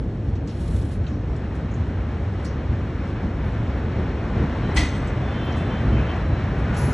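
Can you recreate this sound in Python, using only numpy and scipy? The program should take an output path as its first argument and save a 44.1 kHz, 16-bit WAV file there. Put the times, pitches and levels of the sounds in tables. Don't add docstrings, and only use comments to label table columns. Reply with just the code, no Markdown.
import sys
import numpy as np
from scipy import signal
from scipy.fft import rfft, irfft, next_fast_len
from scipy.io import wavfile
from scipy.ndimage import uniform_filter1d

SR = 44100
rng = np.random.default_rng(int(sys.argv[2]) if len(sys.argv) > 2 else 0)


def transcribe(u):
    v = np.clip(np.atleast_2d(u).T, -1, 1)
    q = np.round(v * 32767).astype(np.int16)
    wavfile.write(sys.argv[1], SR, q)


def undo_db(level):
    steps = np.asarray(level, float) / 20
    return 10 ** steps


N = 305613
T = np.arange(N) / SR
PADDED = next_fast_len(N + 4096)
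HZ = np.arange(PADDED // 2 + 1) * SR / PADDED + 1e-3

# t/s, level/dB
NEARNESS_DB = [
    (0.0, -50.5),
    (1.41, -46.5),
    (1.6, -44.5),
    (3.82, -41),
    (4.09, -39),
    (5.83, -36.5),
    (5.96, -35.5),
    (6.31, -38),
    (6.93, -35),
]
# t/s, half length/s, thunder lift/dB, body lift/dB
SWELLS = [(.05, .08, 2.5, 4), (.32, .06, 6.5, 1.5), (.44, .03, .1, 4), (.74, .11, 7, 1.5),
          (1.01, .04, 6, .1), (1.16, .04, 3, 1.5), (1.3, .035, 5, 2), (1.8, .05, 6, .1),
          (2.0, .08, 3.5, .1), (2.24, .1, 3, .1), (2.72, .04, 7, .1), (2.82, .025, 4, .1),
          (3.26, .06, 3, 3), (3.46, .07, 4.5, .1), (3.62, .035, 6, .1), (3.73, .04, 3.5, .1),
          (3.86, .03, 4.5, .1), (3.99, .03, 6, 4), (4.1, .07, 1.5, 2.5), (4.41, .06, 6, 6),
          (4.66, .04, 4.5, 4), (4.79, .05, 8, 6), (5.1, .1, 2.5, .1), (5.23, .05, 1.5, 2.5),
          (5.6, .12, 2.5, 2.5), (5.94, .11, 9, 6), (6.31, .06, 8, 1.5), (6.44, .03, 5, .1),
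          (6.63, .11, 4.5, 2), (6.86, .05, 8, 3)]
# f/Hz, density/dB per Hz
THUNDER_COLOUR = [(14, -60.5), (25, -28), (32, -20), (45, -4.5), (62, 1.5), (94, -1), (130, -5.5),
                  (170, -12.5), (260, -40.5), (440, -120)]
# f/Hz, density/dB per Hz
BODY_COLOUR = [(90, -14), (140, -3.5), (200, -1), (300, -5), (450, -12), (700, -20.5), (1100, -33),
               (2000, -60.5), (4000, -120)]
# f/Hz, density/dB per Hz
ROAR_COLOUR = [(250, -10.5), (450, 1), (700, 0), (1000, -2.5), (1750, -5), (2600, -12), (3700, -20.5),
               (5500, -29), (8000, -40.5), (11500, -51.5)]
# f/Hz, density/dB per Hz
HISS_COLOUR = [(1500, -20), (3000, 0), (5000, -4.5), (8000, -14.5), (11500, -19.5), (13000, -40.5)]
# t/s, level/dB, centre f/Hz, width/octaves
TICKS = [(.352, -53, 4000, 1.3), (.472, -46, 3800, 1.9), (1.064, -43, 3400, .9), (1.36, -57, 5000, 1.4),
         (1.55, -58, 7500, 1.2), (1.71, -57, 6600, .25), (1.738, -54, 6600, .25), (2.445, -45, 5500, 1.5),
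         (4.96, -54, 7900, .2), (5.07, -52, 7800, .2), (5.075, -53, 6100, .15), (5.52, -51, 5200, .5),
         (6.09, -44, 3100, .2), (6.585, -60, 9000, .9), (6.742, -48, 6500, 1.3), (6.77, -50, 10500, .35)]
# t/s, level/dB, centre f/Hz, width/octaves, t60/s
SPILLS = [
    (.485, -52, 3500, 1.4, .5),
    (1.064, -55, 4970, .71, .6),
    (2.447, -49.5, 5200, .6, .35),
    (3.45, -64, 10800, .3, .3),
    (5.43, -62, 11250, .03, .6),
    (5.56, -57, 7200, .8, .4),
    (5.96, -42, 2500, .4, .54),
    (6.76, -45, 5500, .9, 1.1),
]
# f/Hz, density/dB per Hz
GRIT_COLOUR = [(1800, -10), (3000, 1), (4500, -1), (6200, -5), (8000, -4), (10500, 0.5), (11300, -14)]
# start/s, end/s, f/Hz, level/dB
HORNS = [(4.6, 5.0, 3101, -54.5), (5.32, 5.53, 3103, -46.5), (5.54, 5.63, 3103, -52),
         (5.68, 5.78, 3101, -49), (5.9, 5.99, 3101, -48.5), (6.06, 6.12, 3101, -48),
         (5.23, 5.48, 3494, -54), (5.52, 5.76, 3494, -55), (5.28, 5.7, 2662, -53.5),
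         (5.9, 6.12, 2665, -51.5), (4.6, 4.75, 3989, -61), (5.4, 5.9, 3989, -64), (6.18, 6.42, 3989, -58.5),
         (5.3, 5.6, 3193, -57), (6.66, 7.0, 1461, -44), (6.68, 7.0, 974, -47.5), (6.62, 6.8, 1211, -50)]
# t/s, level/dB, rise/s, first t60/s, late level/dB, late t60/s
BLOW = (4.758, -23.5, 0.014, .27, -4, .6)
# f/Hz, width/Hz, level/dB
SHEET_MODES = [(2010, 140, 6), (2470, 80, -6), (3200, 90, -4), (3500, 89, -6), (4390, 200, -11),
               (6140, 120, -6), (7730, 120, -13), (8340, 270, -16.5)]
# f/Hz, density/dB per Hz
CRASH_COLOUR = [(300, -14.5), (1000, -8), (2200, -7.5), (3500, -8.5), (5000, -13), (6500, -17),
                (8500, -19.5), (11500, -25), (13000, -45.5)]
# f/Hz, level/dB, t60/s
GLASS_MODES = [(10115, -40, 1.3), (10060, -46, 1.0), (9960, -46, .8), (10190, -45, .8)]
# f/Hz, left lead/rad
LEAD_RAD = [(0, 0), (1980, -0.0), (2580, 1.2), (3270, 0.12), (4130, 0.0), (4570, 1.45), (4910, 4),
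            (5250, 6.3), (6800, 6.5), (7670, 7.4), (8010, 7.5), (9220, 9.0), (10200, 9.5), (11200, 9.5)]
# f/Hz, left minus right/dB
TILT_DB = [(60, 0.05), (96, 0.05), (150, -0.1), (250, 0.1), (400, 0.5), (640, 2.5), (1030, 3), (1660, 0.5),
           (2660, 0.0), (4270, 0.0), (6870, 0.1), (11000, 0.1)]
# f/Hz, level/dB
SCATTER_DB = [(60, -34), (300, -22), (700, -14), (1300, -15), (1900, -15.5), (2600, -6.5), (3600, -16),
              (4900, -15.5), (6000, -16.5), (8000, -2.5), (10500, -3.5)]


def rms_one(x):
    return x / np.sqrt(np.mean(x ** 2) + 1e-20)


def at_hz(points, hz=HZ):
    marks, value = np.transpose(points)
    return np.interp(np.log(hz), np.log(marks), value)


def shaped(gain):
    spectrum = rfft(rng.standard_normal(PADDED)) * gain
    return rms_one(irfft(spectrum, PADDED)[:N])


def noise(colour):
    low_cut = np.minimum(HZ / colour[0][0], 1) ** 4
    return shaped(undo_db(at_hz(colour)) * low_cut)


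def drift(rate_hz):
    pole = np.exp(-128 * np.pi * rate_hz / SR)
    white = rng.standard_normal(N // 64 + 1002)
    slow = signal.lfilter([1], [1, -2 * pole, pole * pole], white)[1000:]
    return np.interp(np.arange(N) / 64, np.arange(len(slow)), rms_one(slow - slow.mean()))


def burst(since_s, rise_s, t60_s):
    decay = undo_db(-60 * np.maximum(since_s - rise_s, 0) / t60_s)
    return np.clip(since_s / rise_s, 0, 1) * decay


def bump(t, centre_s, half_s):
    return np.exp(-((t - centre_s) / half_s) ** 2)


def nearness():
    return np.interp(T, *np.transpose(NEARNESS_DB))


def rolling(mean_db, follows, column):
    near = nearness()
    steps = T[::64]
    lift_db = sum(row[column] * bump(steps, row[0], row[1]) for row in SWELLS)
    return mean_db + follows * (near - near.mean()) + np.interp(T, steps, lift_db)


def thunder():
    deep = noise(THUNDER_COLOUR)
    power = uniform_filter1d(deep ** 2, size=2600)
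    swell = np.sqrt(uniform_filter1d(power, size=1300))
    evened = rms_one(deep / swell ** 0.68)
    return undo_db(rolling(-26.5, 0.15, column=2)) * evened


def roll():
    gust_db = 0.4 * drift(3)
    body = undo_db(rolling(-31, 0.3, column=3)) * noise(BODY_COLOUR)
    roar_db = nearness() + 3 + 0.56 * drift(6) + gust_db
    roar = undo_db(roar_db) * noise(ROAR_COLOUR)
    hiss_db = -62.7 + 0.4 * T + 1.1 * drift(6.9) + gust_db
    hiss = undo_db(hiss_db) * noise(HISS_COLOUR)
    return body + roar + hiss


def debris():
    tick_t60_s, tick_rise_s, spill_rise_s = 0.11, 0.004, 0.011
    ticks = [(*row, tick_t60_s, tick_rise_s) for row in TICKS]
    spills = [(*row, spill_rise_s) for row in SPILLS]
    out, white = np.zeros(N), rng.standard_normal(N)
    for start_s, db, hz, octaves, t60_s, rise_s in ticks + spills:
        edges_hz = np.minimum(hz * 2 ** (np.array([-0.5, 0.5]) * octaves), 0.45 * SR)
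        band = signal.butter(3, edges_hz, "band", fs=SR, output="sos")
        span = slice(round(start_s * SR), round((start_s + rise_s + t60_s) * SR))
        crack = rms_one(signal.sosfilt(band, white[span]))
        out[span] += undo_db(db) * crack * burst(T[span] - start_s, rise_s, t60_s)
    return out


def grit():
    start_s, end_s, flow_db = 0.6, 0.94, -54
    rise_db_per_s, fall_db_per_s = 130, 330
    before_db = rise_db_per_s * np.maximum(start_s - T, 0)
    after_db = fall_db_per_s * np.maximum(T - end_s, 0)
    gush_db = 3.5 * bump(T, 0.74, half_s=0.04)
    clumps_db = 3 * drift(30)
    return undo_db(flow_db - before_db - after_db + gush_db + clumps_db) * noise(GRIT_COLOUR)


def horns():
    rise_s, t60_s = 0.036, 0.2
    out, flutter, waver = np.zeros(N), drift(9), drift(9)
    for k, (start_s, end_s, hz, db) in enumerate(HORNS):
        span = slice(round(start_s * SR), round((end_s + 0.3) * SR))
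        t = T[span]
        held = np.clip((t - start_s) / rise_s, 0, 1) * undo_db(-60 * np.maximum(t - end_s, 0) / t60_s)
        own = slice(k * 8000, k * 8000 + len(t))
        level = undo_db(db + 3.5 + 2.2 * flutter[own])
        out[span] += level * held * np.sin(2 * np.pi * hz * t + 0.7 * waver[own])
    return out


def sheet():
    start_s, db, rise_s, t60_s, late_db, late_t60_s = BLOW
    since_s = T - start_s
    crash = noise(CRASH_COLOUR) * burst(since_s, rise_s, t60_s)
    dulled = shaped(undo_db(at_hz(CRASH_COLOUR)) / (1 + (HZ / 8500) ** 6))
    walls = undo_db(late_db) * dulled * burst(since_s, 1.2 * rise_s, late_t60_s)
    modes = sum(undo_db(mode_db) / (1 + (2 * (HZ - hz) / width_hz) ** 2) for hz, width_hz, mode_db in SHEET_MODES)
    ringing = burst(since_s - 0.006, 0.008, 0.17) + undo_db(-5) * burst(since_s, rise_s, 0.75)
    ring = undo_db(-1.5) * shaped(modes) * ringing
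    rattle_db = 0.9 * drift(60)
    return undo_db(db - 1.5 + rattle_db) * (crash + walls + ring)


def glass():
    since_s = T - 6.777
    return sum(undo_db(db) * burst(since_s, 0.003, t60_s) * np.sin(2 * np.pi * hz * T)
               for hz, db, t60_s in GLASS_MODES)


def scene():
    mono = thunder() + roll() + debris() + grit() + horns() + sheet() + glass()
    return np.array([mono, mono])


def thrifty_stereo(left, right):
    weak_db, masked_db, whim_db = -9.8, -42, 3.5
    top_hz, top_db_per_octave = 7500, 15
    whole_below_hz, bins = 1300, 10
    sum_diff = np.array([left + right, left - right]) / 2
    hz, _, pair = signal.stft(sum_diff, SR, nperseg=2048, noverlap=1024)
    scramble = np.exp(2j * np.pi * rng.random(pair.shape))
    pair = pair + undo_db(at_hz(SCATTER_DB, hz + 1))[:, None] * scramble * pair[::-1]

    starts = np.arange(0, 1025, bins)
    band_hz = hz[starts]
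    power = np.add.reduceat(np.abs(pair) ** 2, starts, axis=1)
    treble = power[:, band_hz > 2000].sum(axis=(0, 1))
    usual = np.median(treble)
    octaves_up = np.log2(np.maximum(band_hz / top_hz, 1))
    under_db = masked_db + np.outer([top_db_per_octave, 0], octaves_up)
    masking = undo_db(2 * under_db)[..., None] * usual * (treble / usual) ** 0.7

    judged = power * undo_db(2 * whim_db * rng.standard_normal(power.shape))
    keep = (judged > undo_db(2 * weak_db) * power[::-1]) & (judged > masking)
    keep[:, band_hz < whole_below_hz] = True
    kept = pair * np.repeat(keep, bins, axis=1)[:, :1025]
    mid, side = signal.istft(kept, nperseg=2048, noverlap=1024)[1][:, :N]
    return np.array([mid + side, mid - side])


def low_pass(x):
    return signal.sosfilt(signal.butter(12, 11630, fs=SR, output="sos"), x)


def record(dry):
    phase_rad = np.interp(HZ, *np.transpose(LEAD_RAD))
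    split = undo_db(at_hz(TILT_DB) / 2) * np.exp(0.5j * phase_rad)
    left, right = irfft(rfft(dry, PADDED) * np.array([split, 1 / split]), PADDED)[:, :N]
    return low_pass(thrifty_stereo(left, right))


dry = scene()
out = record(dry)
transcribe(out)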